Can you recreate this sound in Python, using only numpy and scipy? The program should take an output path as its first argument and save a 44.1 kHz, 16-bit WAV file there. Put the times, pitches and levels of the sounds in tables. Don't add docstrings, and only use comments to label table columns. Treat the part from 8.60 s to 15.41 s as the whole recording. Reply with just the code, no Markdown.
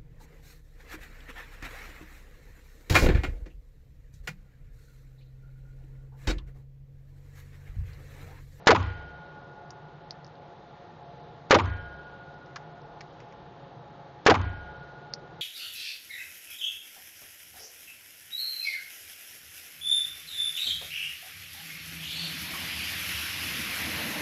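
import sys
import numpy as np
from scipy import signal
from scipy.fft import rfft, irfft
from scipy.io import wavfile
from scipy.ndimage import uniform_filter1d, minimum_filter1d

SR = 44100
rng = np.random.default_rng(int(sys.argv[2]) if len(sys.argv) > 2 else 0)


def gain_from_db(level_db):
    decades = np.asarray(level_db, float) / 20
    return 10 ** decades


def dump(signal):
    limited = np.clip(np.atleast_2d(signal).T, -1, 1)
    pcm = np.round(limited * 32767).astype(np.int16)
    wavfile.write(sys.argv[1], SR, pcm)


N = 300321

# (frequency [Hz], density [dB per Hz])
FAN_SPECTRUM = [(12, -62), (20, -19.5), (101, -9), (139, -2), (245, -14), (363, -7.5), (639, -13),
                (688, -11.5), (837, -10.5), (924, -13), (1370, -18), (2530, -30), (3840, -28.5),
                (7100, -53.5), (9230, -94.5), (15600, -120)]
# (frequency [Hz], width [Hz], height [dB])
DUCT_TONES = [(152, 26, 7), (474, 5.4, 9), (552, 25, 9), (702.6, 40, 11), (847.6, 36, 12), (1390, 11, 10),
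              (1800, 63, 4.5), (6530, 2000, 6.5)]
FAN_DB, STIR_DB, STIR_S = -47.5, 2.25, .45

# (time [s], level [dB], treble [dB])
SHOTS = [
    (0.0706, -1.5, 0),
    (2.9082, -1.5, -5),
    (5.6636, -0.5, -6.5),
]
SAME_SHARE = 0.57

# (delay [s], level [dB], length [s], bright edge relative
# to body [dB])
BUNCHES = [
    (.0006, -12.5, 0.006, 2),
    (.003, -17.5, .007, -10),
    (0.01, -15, 0.015, -9.5),
    (.033, -13, 0.019, -3.5),
    (0.075, -23, 0.027, -4.5),
    (0.124, -38.5, 0.022, -16),
]
BODY_HZ, BODY_WIDTH_HZ, BODY_T60_S = 1050, 1550, 0.051
NARROWS_S = 0.032
EDGE_HZ, EDGE_WIDTH_HZ, EDGE_T60_S = 2300, 3500, 0.012
EDGE_SHARE, DULLS_S = 0.72, 0.1
RISE_S, SPREADS = .001, 0.055

# (delay [s], level [dB], frequency [Hz], width [Hz], t60 [s])
HOLLOWS = [
    (0.02, -8.5, 442, 45, 0.0094),
    (.045, -14.5, 398, 244, 0.067),
    (0.049, -11.5, 636, 207, .042),
]
HOLLOW_S = .012
# (start [s], level [dB], centre [Hz], t60 [s])
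TAILS = [
    (0.0041, -23, 290, 0.23),
    (0.082, -40, 223, 0.64),
    (0.11, -39, 1100, .5),
    (0.022, -41.5, 1750, 1),
    (.1, -51, 2500, 0.36),
    (.094, -60.5, 4800, 0.18),
]
TAIL_HOLD_S, TAIL_WIDTH = 0.043, 0.67

# (frequency [Hz], level [dB], start [s], fade start [s], t60 [s])
BOOM_MODES = [(35, -50, .05, 0.32, 0.54), (65.6, -37, 0.11, 0.24, 0.24), (68.56, -42, 0.11, 0.27, 1),
              (84.4, -34.5, 0.01, 0.22, 0.078), (94.9, -30.5, 0.027, 0.19, 0.48),
              (123, -39, 0.0067, 0.11, 0.61)]
BOOM_FILL_CYCLES = 3.9
BOOM_CREST_S = .141

# (frequency [Hz], level [dB], t60 [s])
TRAP_MODES = [(1437.3, -46, 3.8), (1451.5, -48.5, 3.4), (1628.4, -48.5, 1.6), (3092, -62, 1.6),
              (3107.5, -64, 1.6), (1034, -54, .5), (1424, -57, 2), (1523, -60, 1.2), (1576, -58, 1.4),
              (1793, -55, .7), (1884, -54, .8), (1960, -52, .5), (2010, -56, .6), (2223, -63, .8),
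              (2358, -61, .6)]
HIT_DELAYS = [.1574, .1485, .1515]
OFF_CENTRE = [-6.5, .5, -1.5]
TRAP_TICK_DB = -46.5
RING_START_S, RING_SWELL_S = .145, .0155
RING_PHASE_S = .357

# (time [s], peak [dB], ring [Hz])
PINGS = [(1.1052, -35, 5100), (1.1072, -39.5, 6000), (1.508, -23.5, 4760), (1.6458, -39, 4900),
         (1.6658, -46, 5600), (1.677, -51, 4840), (1.754, -51, 4088), (3.742, -53, 4670),
         (3.8606, -51, 5200), (4.2173, -53, 5000), (6.537, -17, 4860)]
PING_RISE_S, PING_T60_S = .0006, 0.0069
PING_SPLIT = 0.066
# (time [s], peak [dB], centre [Hz], length [s], fizz [dB])
RATTLES = [
    (1.106, -53, 2600, .005, -1),
    (3.9590, -27.5, 1490, .0067, -8.5),
    (4.407, -36.5, 1800, 0.0053, -5),
    (4.602, -43.5, 2000, .006, -6.5),
    (4.6867, -54, 1990, .0015, -5),
    (4.7235, -50, 2000, 0.0049, -8),
    (6.581, -70.5, 2500, 0.014, 9),
]
RATTLE_WIDTH, FIZZ_HZ, FIZZ_WIDTH_HZ = 0.56, 4300, 2350
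FIRST_CONTACT_DB = 1

MASK_DB = -42


def band(x, hz, width_hz, order=2):
    low = np.sqrt(hz ** 2 + width_hz ** 2 / 4) - width_hz / 2
    high = min(low + width_hz, .45 * SR)
    return signal.sosfilt(signal.butter(order, [low, high], "band", fs=SR, output="sos"), x)


def unit(x):
    return x / np.sqrt(np.mean(x ** 2))


def noise_band(size, hz, width_hz, order=2):
    return unit(band(rng.standard_normal(size), hz, width_hz, order))


def shape(t, start, rise, hold, t60):
    up = np.clip((t - start) / max(rise, 1 / SR), 0, 1)
    fall = gain_from_db(-60 * np.maximum(t - start - hold, 0) / t60)
    return np.sin(np.pi / 2 * up) ** 2 * fall


def add(out, x, s):
    i = int(s * SR)
    out[i:i + len(x)] += x[:N - i]


def walk(rate):
    k = int(SR / rate)
    steps = np.repeat(rng.standard_normal(N // k + 1), k)
    return unit(uniform_filter1d(uniform_filter1d(steps, k), k)[:N])


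def fan():
    f = np.maximum(np.fft.rfftfreq(N, 1 / SR), 1)
    curve_hz, curve_db = np.transpose(FAN_SPECTRUM)
    db = np.interp(np.log(f), np.log(curve_hz), curve_db)
    for hz, width_hz, tone_db in DUCT_TONES:
        db = db + tone_db / (1 + (2 * (f - hz) / width_hz) ** 2)
    air = gain_from_db(db) * rfft(rng.standard_normal(N))
    rush = np.zeros(N)
    for step in range(20):
        share = np.clip(1 - abs(2 * np.log2(f / 16) - step), 0, 1)
        rush += gain_from_db(.8 * walk(8.2)) * irfft(air * share, N)
    t = np.arange(N) / SR
    stir = sum((t > s) * np.exp(-np.maximum(t - s, 0) / STIR_S) for s, _, _ in SHOTS)
    return unit(rush) * gain_from_db(FAN_DB + STIR_DB * stir + .5 * walk(0.99))


def blast(t):
    push = -1.3 * np.exp(-((t - .0003) / 0.00023) ** 2)
    rebound = 0.17 * np.exp(-((t - .001) / 0.00073) ** 2)
    return push + rebound


def reflections(size):
    return unit(rng.standard_normal(size) * (rng.random(size) < .12))


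def echoes(t, scatter, treble_db):
    def part(delay, db, length, t60, hz, width_hz):
        env = shape(t, delay, RISE_S + SPREADS * delay, length, t60)
        bunch = env * band(scatter, hz, width_hz)
        even = np.sqrt(np.sum(env ** 2) / np.sum(bunch ** 2))
        return gain_from_db(db + treble_db * np.clip(hz / 3000, 0, 1)) * bunch * even

    out = np.zeros(len(t))
    for delay, db, length, edge_db in BUNCHES:
        out += part(delay, db, length, BODY_T60_S, BODY_HZ, BODY_WIDTH_HZ / (1 + delay / NARROWS_S))
        dull = 1 + delay / DULLS_S
        out += part(delay, db + edge_db, EDGE_SHARE * length, EDGE_T60_S, EDGE_HZ / dull, EDGE_WIDTH_HZ / dull)
    for delay, db, hz, width_hz, t60 in HOLLOWS:
        out += part(delay, db, HOLLOW_S, t60, hz, width_hz)
    for start, db, hz, t60 in TAILS:
        out += part(start, db, TAIL_HOLD_S, t60, hz, TAIL_WIDTH * hz)
    return out


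def boom(t):
    out = np.zeros(len(t))
    for hz, db, start, fade, t60 in BOOM_MODES:
        swell = shape(t, start, BOOM_FILL_CYCLES / hz, fade - start, t60)
        out += np.sqrt(2) * gain_from_db(db) * swell * np.cos(2 * np.pi * hz * (t - BOOM_CREST_S))
    return out


def trap(t, hit_s, strength_db):
    tick = shape(t, hit_s, .0003, 0.0019, 0.005) * noise_band(len(t), 3720, 3500)
    out = gain_from_db(TRAP_TICK_DB) * tick
    lesser = np.arange(len(TRAP_MODES)) > 4
    zeros_s = RING_PHASE_S + rng.random(len(TRAP_MODES)) * lesser
    for (hz, db, t60), gain_db, zero_s in zip(TRAP_MODES, strength_db, zeros_s):
        swell = shape(t, RING_START_S, RING_SWELL_S, 0, t60)
        out += np.sqrt(2) * gain_from_db(db + gain_db) * swell * np.sin(2 * np.pi * hz * (t - zero_s))
    return out


def pistol():
    out, t = np.zeros(N), np.arange(2 * SR) / SR
    pattern = reflections(len(t))
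    for (s, db, treble_db), hit_s, off_db in zip(SHOTS, HIT_DELAYS, OFF_CENTRE):
        strength_db = rng.standard_normal(len(TRAP_MODES))
        strength_db[1:3] += off_db
        scatter = np.sqrt(SAME_SHARE) * pattern + np.sqrt(1 - SAME_SHARE) * reflections(len(t))
        crack = np.tanh(2.025 * gain_from_db(db) * echoes(t, scatter, treble_db)) / 2.09
        add(out, blast(t) + crack + boom(t) + trap(t, hit_s, strength_db), s)
    return out


def case_ping(t, hz):
    beat = np.cos(2 * np.pi * PING_SPLIT * hz * (t - PING_RISE_S))
    ping = shape(t, 0, PING_RISE_S, PING_RISE_S, PING_T60_S) * np.sin(2 * np.pi * hz * t) * beat
    knock = gain_from_db(-21) * shape(t, 0, 0.0003, 0.00023, 0.01) * noise_band(len(t), 1800, 2000)
    smear = gain_from_db(-24.5) * shape(t, 0.0006, 0.001, 0.003, 0.05) * noise_band(len(t), 1.03 * hz, 1500, order=3)
    return ping + knock + smear


def case_rattle(t, hz, length, fizz_db):
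    first = gain_from_db(FIRST_CONTACT_DB) * shape(t, 0, 0.00033, 0.00063, 0.012)
    rattling = shape(t, 0, 0.00066, length, 0.03)
    tail = gain_from_db(-17) * shape(t, 0, 0.0019, length, 0.15)
    contacts = reflections(len(t))
    ring = unit(band(contacts, hz, RATTLE_WIDTH * hz))
    fizz = gain_from_db(fizz_db) * unit(band(contacts, FIZZ_HZ, FIZZ_WIDTH_HZ))
    return gain_from_db(-9.5) * (first + rattling + tail) * (ring + fizz)


def cases():
    out, t = np.zeros(N), np.arange(SR // 8) / SR
    for s, db, hz in PINGS:
        add(out, gain_from_db(db) * case_ping(t, hz), s)
    for s, db, hz, length, fizz_db in RATTLES:
        add(out, gain_from_db(db) * case_rattle(t, hz, length, fizz_db), s)
    return out


def scene():
    return (fan() + pistol() + cases())[None]


def mask_treble(x):
    f, _, z = signal.stft(x, SR, nperseg=1024)
    power = np.abs(z) ** 2
    for low in np.arange(3500, 7700, 600):
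        rows = (f >= low) & (f < low + 600)
        limit_db = MASK_DB + 2.5 * rng.standard_normal(z.shape[1])
        limit = power.sum(axis=0) * gain_from_db(2 * limit_db)
        z[rows] *= power[rows].sum(axis=0) > limit
    return signal.istft(z, SR)[1][:N]


def roll_off(x):
    return signal.sosfilt(signal.butter(12, 8900, fs=SR, output="sos"), x)


def record(dry):
    ahead = -minimum_filter1d(-np.abs(dry), size=450, origin=-224)
    hiss = gain_from_db(-44.5) * ahead * noise_band(N, 1300, 3000, order=1)
    steep = signal.ellip(4, .5, 24, 6900, fs=SR, output="sos")
    x = signal.sosfilt(steep, dry + hiss)
    mix = np.clip(mask_treble(x[0])[None], -.708, .708)
    return roll_off(mix)


dry = scene()
out = record(dry)
dump(out)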